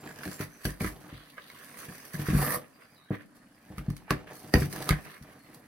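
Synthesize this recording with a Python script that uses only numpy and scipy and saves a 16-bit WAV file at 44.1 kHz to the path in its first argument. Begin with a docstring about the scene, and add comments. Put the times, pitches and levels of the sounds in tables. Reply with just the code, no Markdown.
"""On a garden lawn in a quiet suburb, a large dog bites, drags and tears a big empty cardboard box,
a few metres from a phone. Shoves and drags ring the resonances of the hollow box; snaps add ringing board and cracks.
Scraping, ripping, scuffing and tearing are grainy noise, coloured as stiff board or loose fibres.
Far birds are gliding, fluttering tones; fences answer with fading noise echoes, over a soft suburban hum."""
import sys
import numpy as np
from scipy import signal
from scipy.fft import rfft, irfft, next_fast_len
from scipy.io import wavfile
from scipy.ndimage import uniform_filter1d, map_coordinates

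SR = 44100
rng = np.random.default_rng(int(sys.argv[2]) if len(sys.argv) > 2 else 0)


def transcribe(signal):
    """Save signal, clipped to [-1, 1], as a 16-bit WAV file at the path in sys.argv[1]."""
    frames = np.atleast_2d(signal).T
    limited = np.clip(frames, -1, 1)
    pcm = np.round(limited * 32767).astype(np.int16)
    wavfile.write(sys.argv[1], SR, pcm)


def level_to_linear(level):
    """Convert decibel levels to linear amplitude factors, elementwise."""
    exponent = np.asarray(level, float) / 20
    return 10 ** exponent


N = 250047
T = np.arange(N) / SR  # time of each sample, s


def unit(x):
    """Scales a sound to an rms of 1."""
    return x / np.sqrt(np.mean(x ** 2) + 1e-20)


def along(points, hz):
    """Reads a table of (hz, value) at any frequency, on a log axis."""
    point_hz, value = np.transpose(points)
    return np.interp(np.log(hz + 1), np.log(point_hz + 1), value)


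def filtered(x, response):
    """Filters a sound by a complex response of frequency."""
    size = next_fast_len(N + SR // 2)
    return irfft(rfft(x, size) * response(np.fft.rfftfreq(size, 1 / SR)), size)[..., :N]


def wobble(rate):
    """A smooth random curve through rate random points a second (at most 400)."""
    return map_coordinates(rng.standard_normal(int(N / SR * 400) + 4), [T * rate])


def wide(pair, spectrum, alike):
    """Colours two unrelated noises and mixes them to stereo of rms 1, with the likeness the table asks for."""
    def mid_and_side(hz):
        angle = np.arccos(np.clip(along(alike, hz), -1, 1)) / 2
        return level_to_linear(along(spectrum, hz)) * np.array([np.cos(angle), np.sin(angle)])

    mid, side = filtered(pair, mid_and_side)
    return unit(np.array([mid + side, mid - side]))


def grains(share, break_db, clump_db):
    """Two rough noises: sparse fibre breaks, each a burst of about 1 ms, in clumps that both share."""
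    breaks = (rng.random(N) < share) * level_to_linear(break_db) * rng.random(N) ** 2
    bursts = signal.lfilter([1], [1, -np.exp(-1000 / SR)], breaks)
    return rng.standard_normal((2, N)) * (1 + bursts) * level_to_linear(clump_db * wobble(90))


def patchy(pair, depth_db):
    """Bending board shifts its resonances: random gain patches a few hundred Hz wide and some 50 ms long."""
    z = signal.stft(pair, nperseg=512)[2]
    field = uniform_filter1d(rng.standard_normal(z.shape[1:]), size=4, axis=0)
    field = uniform_filter1d(field, size=10, axis=1)
    return signal.istft(z * level_to_linear(depth_db * unit(field)), nperseg=512)[1][:, :N]


def strokes(start_s, length_s, level_db, shape):
    """Gain of a row of strokes: each rises, sags (or swells) while it lasts, then dies away."""
    attack_s, sag_db_per_s, release_s = shape
    power = np.zeros(N)
    for s, length, db in zip(start_s, length_s, level_db):
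        at = slice(round(s * SR), round((s + length + 0.42) * SR))
        t = T[at] - s
        rise = np.clip(t / max(attack_s, 0.001), 0, 1)
        die = np.exp(-np.clip(t - length, 0, None) / max(release_s, 0.002))
        power[at] += (level_to_linear(db - sag_db_per_s * np.minimum(t, length)) * rise * die) ** 2
    return np.sqrt(power)


# colour of the suburb's hum: hz, level_db (relative)
SUBURB_SPECTRUM = [(25, 4), (87, -7.5), (295, 7), (420, -29), (567, -6.5), (1770, -23), (3400, -33.5),
                   (4460, -21), (6340, -28.5), (10600, -22), (15100, -54)]
# how alike left and right are in the hum: hz, likeness (1 = the same)
HUM_LIKENESS = [(250, 0.97), (600, 0.9), (2000, 0.049), (10000, 0.29)]


def suburb():
    """The quiet suburb is steady coloured noise whose level wanders gently."""
    level_db = -61.5 + 0.28 * wobble(1.04) + 2.7 * wobble(4.46)
    return level_to_linear(level_db) * wide(rng.standard_normal((2, N)), SUBURB_SPECTRUM, HUM_LIKENESS)


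# rough chirps of far birds: start_s, length_s, first_pitch_hz, settled_pitch_hz, level_db
CHIRP_NOTES = [(0.0, 0.13, 7600, 7300, -67), (0.28, 0.09, 7700, 7400, -64), (0.49, 0.13, 6500, 6050, -65),
               (2.72, 0.035, 6600, 4800, -73), (2.803, 0.175, 5300, 4870, -71),
               (2.955, 0.135, 4600, 3840, -67), (3.015, 0.025, 4350, 4280, -71),
               (3.085, 0.025, 3800, 3000, -72), (3.535, 0.02, 5300, 4800, -71)]
# thin whistles of far birds: start_s, length_s, first_pitch_hz, settled_pitch_hz, level_db
WHISTLE_NOTES = [(3.36, 0.14, 4280, 4280, -80), (3.87, 0.1, 4310, 4310, -71),
                 (5.385, 0.075, 4330, 4330, -74)]


def birds():
    """Each note glides onto its pitch or starts there, flutters about it and fades, soft at both ends."""
    out = np.zeros(N)
    settle_s = 0.007
    for notes, flutter in (CHIRP_NOTES, 0.024), (WHISTLE_NOTES, 0.003):  # flutter as a share of the pitch
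        for s, length, first_hz, settled_hz, db in notes:
            since = np.clip(T - s, 0, None)
            fade = np.clip(np.minimum(T - s, s + length - T) / 0.005, 0, 1)
            pitch_hz = settled_hz + (first_hz - settled_hz) * np.exp(-since / settle_s)
            pitch_hz = pitch_hz * (1 + flutter * wobble(300))
            level_db = db - 30 * np.clip(T - s, 0, 1) + (2 + 150 * flutter) * wobble(110)
            out += fade * level_to_linear(level_db) * np.sin(2 * np.pi * np.cumsum(pitch_hz) / SR)
    return out


# how hard muzzle and fur work against the board: time_s, effort_db
EFFORT_CURVE = [(0.0, -55), (0.34, -51), (0.5, -56), (0.95, -55), (1.35, -56.5), (1.6, -52.5), (2.2, -51.5),
                (2.545, -45), (2.58, -57), (3.4, -63), (3.75, -57.5), (4.5, -64), (4.95, -53), (5.2, -57),
                (5.4, -58), (5.67, -58.5)]


def effort_gain(base_db, db_per_db):
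    """Gain that follows the dog's effort: base_db at an effort of -60 dB, rising db_per_db for each dB more."""
    effort_db = np.interp(T, *np.transpose(EFFORT_CURVE))
    return level_to_linear(base_db + db_per_db * (effort_db + 60))


# resonances of the box's panels and air: pitch_hz, level_db, t60_s (time to fade by 60 dB)
BOX_MODES = [(50, -1, .24), (66, -8, .14), (104, 0, .13), (143, 4, .14), (180, 0, .11), (227, -4, .11),
             (297, -1, .12), (370, -10, .08), (465, -9, .08), (610, -8, .06), (722, -10, .06)]


def hollow(hz, colour_db):
    """Response of the hollow box: a sum of resonances, each at its own strength."""
    total = 0
    for (mode_hz, db, t60_s), extra_db in zip(BOX_MODES, colour_db):
        damping = 1j * hz * np.log(1000) / np.pi / t60_s
        total = total + level_to_linear(db + extra_db) * damping / (mode_hz * mode_hz - hz * hz + damping)
    return total


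# the box is dragged over the grass: start_s, length_s, level_db
DRAG_STROKES = [(0.0, 0.47, -49), (0.892, 0.25, -55.5), (1.785, 0.17, -53.5), (2.158, 0.18, -50),
                (2.294, 0.05, -41.5), (2.386, 0.19, -34.5), (2.574, 0.06, -53), (3.66, 0.46, -56.5),
                (4.138, 0.1, -50), (4.26, 0.4, -49), (4.566, 0.16, -47.5), (4.734, 0.2, -37),
                (4.93, 0.17, -55.5), (5.235, 0.15, -57), (5.445, 0.21, -57)]
# course of a drag: attack_s, sag_db_per_s, release_s (time constant)
DRAG_COURSE = (0.002, 20.7, 0.0081)


def shuddering():
    """Dragging and effort shake the hollow box with grainy noise."""
    def response(hz):
        light_touch = 1j * hz / (60 + 1j * hz)  # light touches hardly move the big panels
        return hollow(hz, np.zeros(len(BOX_MODES))) * light_touch

    shake = unit(filtered(grains(0.002, 10.0, 3.6)[0], response))
    gain = effort_gain(-67.5, 1) + strokes(*np.transpose(DRAG_STROKES), DRAG_COURSE)
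    return gain * shake


# how alike left and right are in the wide box: hz, likeness (1 = the same)
BOX_LIKENESS = [(300, 0.88), (700, 0.1), (1500, 0.6), (3000, 0.075), (12000, 0.044)]


def cardboard(spectrum, share, break_db, clump_db, depth_db):
    """Cardboard noise: grains of breaking fibre with shifting resonances, coloured and spread wide."""
    return wide(patchy(grains(share, break_db, clump_db), depth_db), spectrum, BOX_LIKENESS)


# colour of the stiff board: hz, level_db (relative)
BOARD_SPECTRUM = [(240, -33), (400, 0.5), (706, -3.5), (881, -65), (971, -3), (1090, 1), (1400, -1),
                  (1780, 3), (2300, -4), (3000, -11), (4200, -19.5), (5500, -36), (8800, -120)]


def stiff_board():
    """Endless noise of the stiff board, for others to switch on and off."""
    return cardboard(BOARD_SPECTRUM, share=0.005, break_db=9, clump_db=1.0, depth_db=2.8)


# colour of the fibres: hz, level_db (relative)
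FIBRE_SPECTRUM = [(1650, -6.5), (2800, -5), (3700, -7), (4800, 1), (5400, -7), (5960, 0), (6970, -10.5),
                  (9380, 0.5), (12500, -1.5), (15900, -8), (16500, -59)]


def loose_fibres():
    """Endless bright noise of the fibres, for others to switch on and off."""
    return cardboard(FIBRE_SPECTRUM, share=0.004, break_db=10, clump_db=1.2, depth_db=2.5)


# teeth and claws pull along the board: start_s, length_s, scrape_db, rip_db (ripping fibres)
PULL_STROKES = [(0.227, 0.19, -60, -59), (0.382, 0.055, -44, -49.5), (0.606, 0.015, -53, -53),
                (0.631, 0.082, -50.5, -46.5), (0.795, 0.098, -41.5, -41.5), (1.067, 0.13, -59, -99),
                (1.542, 0.31, -58.5, -66), (1.765, 0.09, -53, -50), (1.87, 0.28, -59.5, -60.5),
                (2.128, 0.019, -49.5, -43.5), (2.184, 0.041, -44.5, -47), (2.246, 0.08, -42.5, -47),
                (2.323, 0.15, -42.5, -46), (2.788, 0.058, -60, -82), (3.108, 0.047, -41, -63),
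                (3.183, 0.036, -55, -71), (3.345, 0.017, -73, -57), (4.094, 0.11, -51, -70),
                (4.264, 0.059, -52.5, -65), (4.318, 0.22, -67, -52.5), (4.541, 0.12, -43, -41.5),
                (4.693, 0.22, -54.5, -45.5), (4.855, 0.14, -45, -76), (5.03, 0.14, -53, -64),
                (5.262, 0.069, -56.5, -75)]
# course of a pull or a scuff: attack_s, sag_db_per_s, release_s (time constant)
PULL_COURSE = (0.025, 38, 0.012)


def pulling(board, fibres):
    """Teeth, claws, muzzle and fur scrape the stiff board and rip or rustle its fibres."""
    start_s, length_s, scrape_db, rip_db = np.transpose(PULL_STROKES)
    scrape = effort_gain(-65, 1) + strokes(start_s, length_s, scrape_db, PULL_COURSE)
    rip = effort_gain(-72, 2.04) + strokes(start_s, length_s, rip_db, PULL_COURSE)
    return scrape * board + rip * fibres


# teeth and folds snapping: start_s, level_db (each part is set against it), treble_over_level_db, ring_hz
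SNAP_EVENTS = [(0.0733, -29.5, -34, 1700), (0.0915, -28.5, -35, 1650), (0.112, -36, -41, 1670),
               (0.16, -38, -24, 1700), (0.188, -30.5, -34, 1650), (0.208, -42, -34, 1750),
               (0.2335, -21, -27, 1580), (0.2535, -24.5, -17, 1750), (0.277, -23.5, -36, 1630),
               (0.3148, -36, -12.5, 1560), (0.4088, -23.5, -16, 1380), (0.6529, -14.5, -20.5, 1610),
               (0.8064, -20, -45, 2310), (0.846, -20, -37, 1275), (1.38, -22.5, -71, 1654),
               (1.5004, -31.5, -43, 2180), (2.1432, -28.5, -30, 1630), (2.197, -40, -15, 1410),
               (2.2868, -23, -42, 1380), (2.3017, -20, -41, 2040), (3.782, -23.5, -21.5, 1234),
               (3.902, -33.5, -12.5, 1170), (3.9663, -45, -0.5, 1100), (4.081, -33, -60, 870),
               (4.1067, -6.5, -23.5, 1120), (4.271, -33.5, -51, 1660), (4.539, -3.5, -27, 1875),
               (4.622, -19, -37, 1630), (4.727, -29, -11, 1740), (4.761, -24, -32, 1700),
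               (4.8252, -26, -17, 1690), (4.8913, -10.5, -20.5, 1255), (4.9073, -11.5, -23, 2130),
               (5.225, -44, -12, 1990), (5.545, -51, 3.5, 1120)]


def snapping(board, fibres):
    """The board strains for a few ms and gives: the bitten patch rings, a crack and a crumbling tail follow."""
    ring, body, edge, crack = np.zeros((4, N + SR))
    t = np.arange(SR // 4) / SR
    lead = SR // 50  # samples of strain before the snap
    strain = 0.16 * np.exp(-t[lead:0:-1] / 0.0072)
    crumble_db = -60 * t / 0.079
    body_course = np.append(strain, level_to_linear(crumble_db) + 0.5 * level_to_linear(-60 * t / 0.0016))
    edge_course = np.append(strain, level_to_linear(1.58 * crumble_db) * (1 - np.exp(-t / 0.0001)))
    for s, db, over_db, ring_hz in SNAP_EVENTS:
        start = round(s * SR)
        after = slice(start, start + len(t))
        around = slice(start - lead, start + len(t))
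        ring_gain = level_to_linear(db - 8.5 - 60 * t / 0.026) * (1 - np.exp(-t / 0.00054))
        ring[after] += ring_gain * np.sin(2 * np.pi * ring_hz * t)
        body[around] += level_to_linear(db - 20) * body_course
        edge[around] += level_to_linear(db + over_db) * edge_course
        crack[after] += level_to_linear(db + 0.54 * over_db - 3.5 - 60 * t / 0.01)
    # cracks carry little above 6660 Hz
    dull_fibres = unit(filtered(fibres, lambda hz: 1 / (1 + (hz / 6660) ** 4)))
    return ring[:N] + body[:N] * board + edge[:N] * fibres + crack[:N] * dull_fibres


# shoves on the box: start_s, level_db (peak), side_panel_sway_db, dullness (0-1)
SHOVE_EVENTS = [(0.258, -29.5, -27, 0.2), (0.274, -30, -12, 0.38), (0.403, -22, 4, 0.18),
                (0.652, -19, 5, 0.29), (0.808, -21, -6, 0.4), (0.845, -17.5, 16.5, 0.23),
                (1.126, -33, 5, 0.63), (1.884, -35, -18, 0.5), (2.141, -27, -3, 0.44),
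                (2.194, -22, 3, 0.35), (2.285, -14.5, -3, 0.7), (2.332, -15, -2, 0.6),
                (2.348, -11.5, 5.5, 0.8), (3.106, -18, -21, 0.13), (3.703, -34, 12, 0.1),
                (3.779, -26.5, 9.5, 0.52), (3.882, -18, -0.5, 1), (4.108, -14, 11.5, 0.01),
                (4.54, -6, 15, 0.07), (4.568, -15, 37, 0.03), (4.618, -17.5, -29, 0.86),
                (4.906, -10.5, 15.5, 0.57), (5.211, -36, 2, 1)]


def shoves():
    """Each shove is one soft push and a dying rumble of contact, ringing the box modes at new strengths."""
    out = np.zeros(N + SR)
    t = np.arange(SR // 2) / SR
    hz = np.fft.rfftfreq(len(t), 1 / SR)
    rumble_s, muzzle_hz = 0.022, 790  # the soft muzzle and chest excite little above muzzle_hz
    for s, db, sway_db, dull in SHOVE_EVENTS:
        drive = 0.055 * rng.standard_normal(len(t)) * np.exp(-t / rumble_s)
        drive[0] = -1  # the push itself
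        # a broad, dull contact feeds only the low modes
        soft = 1 / (1 + 1j * hz * max(dull, 0.02) / 150) ** 2 / (1 + 1j * hz / muzzle_hz) ** 3
        colour_db = rng.normal(0, 1.77, len(BOX_MODES))
        colour_db[:2] = sway_db  # the big side panel sways only when the whole box is rocked
        boom = irfft(rfft(drive) * soft * hollow(hz, colour_db))
        start = round(s * SR)
        out[start:start + len(t)] += level_to_linear(db) * boom / np.abs(boom).max()
    return out[:N]


# fur and claws scuff the smooth face of the board: start_s, length_s, level_db
SCUFF_STROKES = [(1.086, 0.23, -58), (1.4, 0.18, -60), (5.056, 0.091, -64)]


def scuffing(fibres):
    """Scuffs of fur and claws are one band of the fibre noise."""
    centre_hz, half_width_hz = 3350, 1080
    band = filtered(fibres, lambda hz: np.exp(-((hz - centre_hz) / half_width_hz) ** 2))
    return strokes(*np.transpose(SCUFF_STROKES), PULL_COURSE) * unit(band)


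# the one long tear: start_s, length_s, level_db (at the start)
TEAR_STROKE = [(2.312, 0.25, -36.5)]
# course of the tear: attack_s, sag_db_per_s (negative: it swells), release_s (time constant)
TEAR_COURSE = (0.1, -25, 0.005)
# colour of the tear: hz, level_db (relative)
TEAR_SPECTRUM = [(210, -46), (350, -37), (499, 4.5), (877, -12), (1130, 5.5), (1540, -5.5), (1810, 2),
                 (3450, -36), (4610, -12), (6900, -26), (9370, -6.5), (15000, -8), (16500, -63)]


def tearing():
    """One long tear of grainy noise swells until the flap comes off."""
    noise = cardboard(TEAR_SPECTRUM, share=0.007, break_db=9, clump_db=1.2, depth_db=1.8)
    return strokes(*np.transpose(TEAR_STROKE), TEAR_COURSE) * noise


def box():
    """All sounds of the box; pulls, snaps and scuffs share the same board or fibre noise."""
    board, fibres = stiff_board(), loose_fibres()
    hollow_sounds = shuddering() + shoves()
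    bitten_sounds = pulling(board, fibres) + snapping(board, fibres)
    return hollow_sounds + bitten_sounds + scuffing(fibres) + tearing()


# how fast the echoes die: hz, t60_s (time to fade by 60 dB)
FENCE_FADE = [(100, 0.72), (1000, 0.18), (4000, 0.15), (12000, 0.15)]


def fences(x):
    """Shed and fences answer on each side with a noise tail; each frequency dies at its own speed."""
    hz, t, z = signal.stft(rng.standard_normal((2, SR // 2)), SR, nperseg=256)
    fade = level_to_linear(-60 * t / along(FENCE_FADE, hz)[:, None])
    tail = signal.istft(z * fade, SR, nperseg=256)[1]
    # thin fences let the bass through
    tail = filtered(np.pad(tail, ((0, 0), (0, N))), lambda f: f * f / (f * f + 350 ** 2))[:, :SR // 2]
    late = np.pad(x, (260, 0))[None]  # the answer starts 260 samples late
    return signal.fftconvolve(late, tail / np.linalg.norm(tail[0]), axes=1)[:, :N]


# balance of the two ports: hz, left_over_right_db
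PORT_BALANCE = [(200, 1), (1300, -3), (2400, -1.5), (4400, 1.5), (8000, -3), (15000, -9)]


def ports(x, lag_s):
    """The right port faces the sound: it hears it lag_s sooner and mostly brighter."""
    def response(hz):
        half = level_to_linear(along(PORT_BALANCE, hz) / 2) * np.exp(-1j * np.pi * hz * lag_s)
        return np.array([half, 1 / half])

    return filtered(x, response)


def scene():
    """Box and birds, direct and off the fences, over the hum of the suburb."""
    hum, far, near = suburb(), birds(), box()
    direct = ports(near, lag_s=0.00005) + far
    echoes = level_to_linear(-8.5) * fences(near[1]) + level_to_linear(3) * fences(far)
    return direct + echoes + hum


def top_cut(x):
    """Nothing passes above the cut-off."""
    return signal.sosfilt(signal.butter(12, 16620, fs=SR, output="sos"), x)


def record(dry):
    """The small microphones lose the deepest bass and the top treble."""
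    def response(hz):
        bass_cut = (1j * hz / (38 + 1j * hz)) ** 3
        treble_cut = level_to_linear(-np.clip(hz - 15900, 0, None) / 15)  # 1 dB for every 15 Hz above 15900 Hz
        return bass_cut * treble_cut

    heard = filtered(dry, response)
    return top_cut(heard)


dry = scene()
out = record(dry)
transcribe(out)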